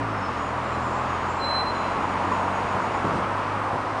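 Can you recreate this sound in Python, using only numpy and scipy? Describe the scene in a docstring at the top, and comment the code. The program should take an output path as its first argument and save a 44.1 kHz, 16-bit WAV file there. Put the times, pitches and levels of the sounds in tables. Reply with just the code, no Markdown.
"""A busy city crossing from the pavement. Queuing traffic washes steadily from the start, and one engine
drops its revs at a gear change, then pulls slowly up again. Cars roll past one after another while faint
brakes sing high and thin, echoed by house fronts, and tyres slap a road seam. About 1.4 s in, a brake
squeals briefly. In the second half wheels thud over uneven road, with one more slap among them."""
import sys
import numpy as np
from scipy import signal
from scipy.fft import rfft, irfft
from scipy.io import wavfile
from scipy.ndimage import uniform_filter1d, map_coordinates

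SR = 44100
rng = np.random.default_rng(int(sys.argv[2]) if len(sys.argv) > 2 else 0)


def put_to_file(sound):
    """Save the sound as 16-bit audio at rate SR, in the file named by the first command-line argument."""
    columns = np.atleast_2d(sound).T  # one column per channel
    safe = np.clip(columns, -1, 1)
    whole_steps = np.round(safe * 32767)
    wavfile.write(sys.argv[1], SR, whole_steps.astype(np.int16))


N = 176400


def undb(db):
    """Decibels to gain."""
    return 10 ** (np.asarray(db) / 20)


def wander(rate):
    """Smooth random modulator, about rate turns a second; spread near 1."""
    hold = int(SR / rate)
    steps = np.repeat(rng.standard_normal(N // hold + 2), hold)
    return 1.356 * uniform_filter1d(uniform_filter1d(steps, hold), hold)[:N]


def noise(spectrum, shift=1):
    """Unit-RMS noise shaped by an EQ curve of (f/Hz, level/dB) points, transposed by a factor."""
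    hz, db = np.array(spectrum).T
    f = np.arange(N // 2 + 1) * SR / N
    eq = undb(np.interp(np.log(f + 1), np.log(hz * shift), db))
    x = irfft(rfft(rng.standard_normal(N)) * eq, N)
    return x / x.std()


def glide_phase(hz):
    """Oscillator phase that follows a moving pitch from a random start."""
    return 2 * np.pi * (np.cumsum(hz) / SR + rng.random())


def strike(age, attack_s, decay_s):
    """Percussive envelope: a linear rise peaking at age zero, then an exponential fall."""
    return np.clip(1 + age / attack_s, 0, 1) * np.exp(-np.maximum(age, 0) / decay_s)


# EQ curve of the distant traffic bed: f/Hz, relative level/dB
TRAFFIC_EQ = [(20, -23.5), (33, -21), (48, -16), (65, -15), (100, -12.5), (165, -12.5), (270, -7),
              (400, -9.5), (650, -5), (1050, -5), (1250, -6), (1550, -10.5), (2600, -21), (3600, -28.5),
              (5500, -34.5), (7500, -41), (10000, -42.5)]

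def traffic_bed():
    """Many far vehicles blur into a wash whose octave bands flicker alone and swell together."""
    wash = rfft(noise(TRAFFIC_EQ))
    f = np.arange(len(wash)) * SR / N
    octave = np.log2(np.clip(f, 40, 10240) / 40)
    bed = 0
    for k in range(9):
        band = irfft(wash * np.maximum(1 - abs(octave - k), 0), N)
        bed += band * undb(0.83 * wander(9.09))
    return bed * undb(-29.5 - 0.26 * wander(2.3))


# Rev curve through the gear change: t/s, firing f/Hz, base level/dB
REVS = [(0, 111, -33.5), (.12, 108, -35), (.2, 98, -37.5), (.33, 82, -41), (.4, 80, -41),
        (.55, 82.5, -39.5), (1, 84.5, -39), (1.5, 88, -39.5), (2, 92, -40), (2.5, 95, -40), (3, 99, -39.5),
        (3.55, 102, -37.5), (4, 105, -42)]
# Mix of shaft orders 1, 2, ... (the second is the firing rate): relative level/dB
ORDER_MIX = [-13.5, -1, -10.5, -16, -7, -13, -13.5, -18]
# Exhaust resonances: f/Hz, width/Hz, boost/dB
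EXHAUST_PEAKS = [(123.9, 11.3, 11.5), (189.7, 12.4, 17), (279.6, 10, 12.5)]

def engine(t):
    """Shaft orders of a four-cylinder engine; each booms as it crosses an exhaust resonance."""
    times, firing_hz, base_db = np.array(REVS).T
    shaft_hz = np.interp(t, times, firing_hz) / 2 * (1 + 0.0031 * wander(14))
    out = 0
    for order, order_db in enumerate(ORDER_MIX, 1):
        hz = order * shaft_hz
        boom_db = sum(boost / (1 + (2 * (hz - f) / width) ** 2) for f, width, boost in EXHAUST_PEAKS)
        out += np.sin(glide_phase(hz)) * undb(order_db + boom_db + 0.9 * wander(19))
    return np.sqrt(2) * out * undb(np.interp(t, times, base_db))


# EQ curve of a car's broad road roar: f/Hz, relative level/dB
ROAR_EQ = [(30, -16.5), (60, -13), (120, -11), (250, -5.5), (400, -8), (600, -2), (850, -1.5), (1300, -4),
           (1700, -12.5), (2700, -16), (3600, -28), (6000, -36), (10000, -43.5)]
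# EQ curve of its tread hum: f/Hz, relative level/dB
TREAD_EQ = [(300, -42.5), (700, -19), (880, -6), (1000, -5), (1120, -5.5), (1300, -21.5), (3000, -57)]
# Pass-bys at their closest: t/s, distance/m, roar level/dB, tread level/dB, tread f/Hz
PASS_BYS = [(.28, 4, -44, -37, 1070), (0.851, 3.5, -41, -35.5, 1096), (1.45, 4.5, -34, -33.5, 1087),
            (2.25, 4.5, -31, -30.5, 953), (2.76, 2, -37, -31.5, 936), (3.14, 2.6, -32, -37.5, 1206),
            (3.58, 2.5, -49, -31, 1078)]

def passing_cars(t, speed_m_s=10, sound_m_s=343, tread_root_hz=987):
    """Each car's road roar and tread hum swell as it nears and sink in pitch as it goes by."""
    out = 0
    for when, closest, roar_db, tread_db, tread_hz in PASS_BYS:
        roar = undb(roar_db) * noise(ROAR_EQ)
        hum = undb(tread_db) * noise(TREAD_EQ, tread_hz / tread_root_hz)
        distance = np.hypot(speed_m_s * (t - when), closest)
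        emitted = t - distance / sound_m_s  # the changing delay gives the Doppler bend
        pass_by = map_coordinates(roar + hum, [emitted * SR], order=3, mode="grid-wrap")
        out += pass_by * closest / distance
    return out


# Faint brake tones: start t/s, length/s, start f/Hz, end f/Hz, level/dB
BRAKE_TONES = [(0.058, 0.41, 5275, 5275, -65), (.16, .15, 5275, 5275, -53.5),
               (0.148, .5, 6710, 6830, -63.5), (0.594, 0.5, 7310, 7330, -61),
               (0.697, 0.11, 4080, 4070, -53), (0.697, 0.72, 6750, 6720, -61.5),
               (1.245, 0.27, 7340, 7450, -61), (1.646, .37, 6860, 6740, -61),
               (1.977, 0.19, 6770, 6840, -57.5), (2.189, 0.4, 6830, 6700, -60.5),
               (2.501, 0.51, 6730, 6820, -59.5), (2.924, .2, 6860, 7040, -64), (3.1, .14, 8220, 8260, -65)]

def brake_whistles(t, fade_s=.05, flutter_db=2.8):
    """Lightly dragging brakes in the queue: thin unsteady tones that come and go."""
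    out = 0
    for start, length, from_hz, to_hz, db in BRAKE_TONES:
        end = start + length
        hz = np.interp(t, [start, end], [from_hz, to_hz]) * (1 + .003 * wander(120))
        fade = np.clip(np.minimum(t - start, end - t) / fade_s, 0, 1)
        out += fade * undb(db + flutter_db * wander(30.2)) * np.sin(glide_phase(hz))
    return np.sqrt(2) * out


def street_echo(x, t, t60_s=.6, predelay_s=.03, wet_db=-17):
    """House fronts add a diffuse fading tail to the direct sound."""
    tail = rng.standard_normal(N) * np.exp(-np.log(1000) * t / t60_s) * (t > predelay_s)
    return x + undb(wet_db) * signal.fftconvolve(x, tail / np.linalg.norm(tail))[:N]


# Tyre hits on a road seam: t/s, level/dB
SEAM_HITS = [(.291, -24), (2.316, -19.5)]

def seam_slaps(t):
    """A seam in the road briefly rings the tread."""
    envelope = sum(undb(db) * strike(t - when, attack_s=.002, decay_s=.011) for when, db in SEAM_HITS)
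    return envelope * noise(TREAD_EQ)


# Pitch and level curve of the loud brake: t/s, f/Hz, level/dB
SQUEAL_CURVE = [(1.37, 4100, -62), (1.412, 4088, -40), (1.448, 4069, -29.5), (1.474, 4075, -35.5),
                (1.5, 4077, -31), (1.524, 4075, -34), (1.565, 4073, -27), (1.618, 4077, -33),
                (1.648, 4084, -44), (1.678, 4090, -35), (1.705, 4094, -39), (1.735, 4062, -46),
                (1.8, 4038, -50), (1.98, 4045, -60)]

def brake_squeal(t, rough_db=1.1, octave_db=-30):
    """A pad sets one mode of its brake disc singing, with a weak octave; the pitch sags as it dies."""
    times, hz, db = np.array(SQUEAL_CURVE).T
    phase = glide_phase(np.interp(t, times, hz) * (1 + .0018 * wander(150)))
    level_db = np.interp(t, times, db, left=-120, right=-120) + rough_db * wander(140)
    tone = np.sin(phase) + undb(octave_db) * np.sin(2 * phase)
    return np.sqrt(2) * undb(level_db) * tone


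# EQ curve of shaken tyres and bodywork: f/Hz, relative level/dB
BODY_EQ = [(30, -31), (80, -5.5), (150, 0), (230, -8), (380, -3.5), (700, -13), (1500, -39), (9000, -50)]
# Bumps in the road: t/s, level/dB, decay/s, body f/Hz
BUMPS = [(1.96, -33, 0.076, 200), (2.751, -32.5, 0.12, 168), (3.05, -25.5, 0.097, 208),
         (3.134, -26, 0.078, 250), (3.225, -36, .04, 150), (3.737, -29, 0.041, 180)]

def wheel_thuds(t, attack_s=.014, body_root_hz=185):
    """Bumps shake tyres and bodywork into a short dull rumble."""
    return sum(undb(db) * strike(t - when, attack_s, decay_s) * noise(BODY_EQ, hz / body_root_hz)
               for when, db, decay_s, hz in BUMPS)


def scene():
    """Mono mix of the crossing; only the brakes feed the echo."""
    t = np.arange(N) / SR
    traffic = traffic_bed() + engine(t) + passing_cars(t)
    brakes = street_echo(brake_whistles(t) + brake_squeal(t), t)
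    return (traffic + brakes + seam_slaps(t) + wheel_thuds(t))[None]


def record(dry, cutoff_hz=9750):
    """A steep low-pass takes the air off the mix."""
    return signal.sosfilt(signal.ellip(12, .1, 80, cutoff_hz, fs=SR, output="sos"), dry)


dry = scene()
out = record(dry)
put_to_file(out)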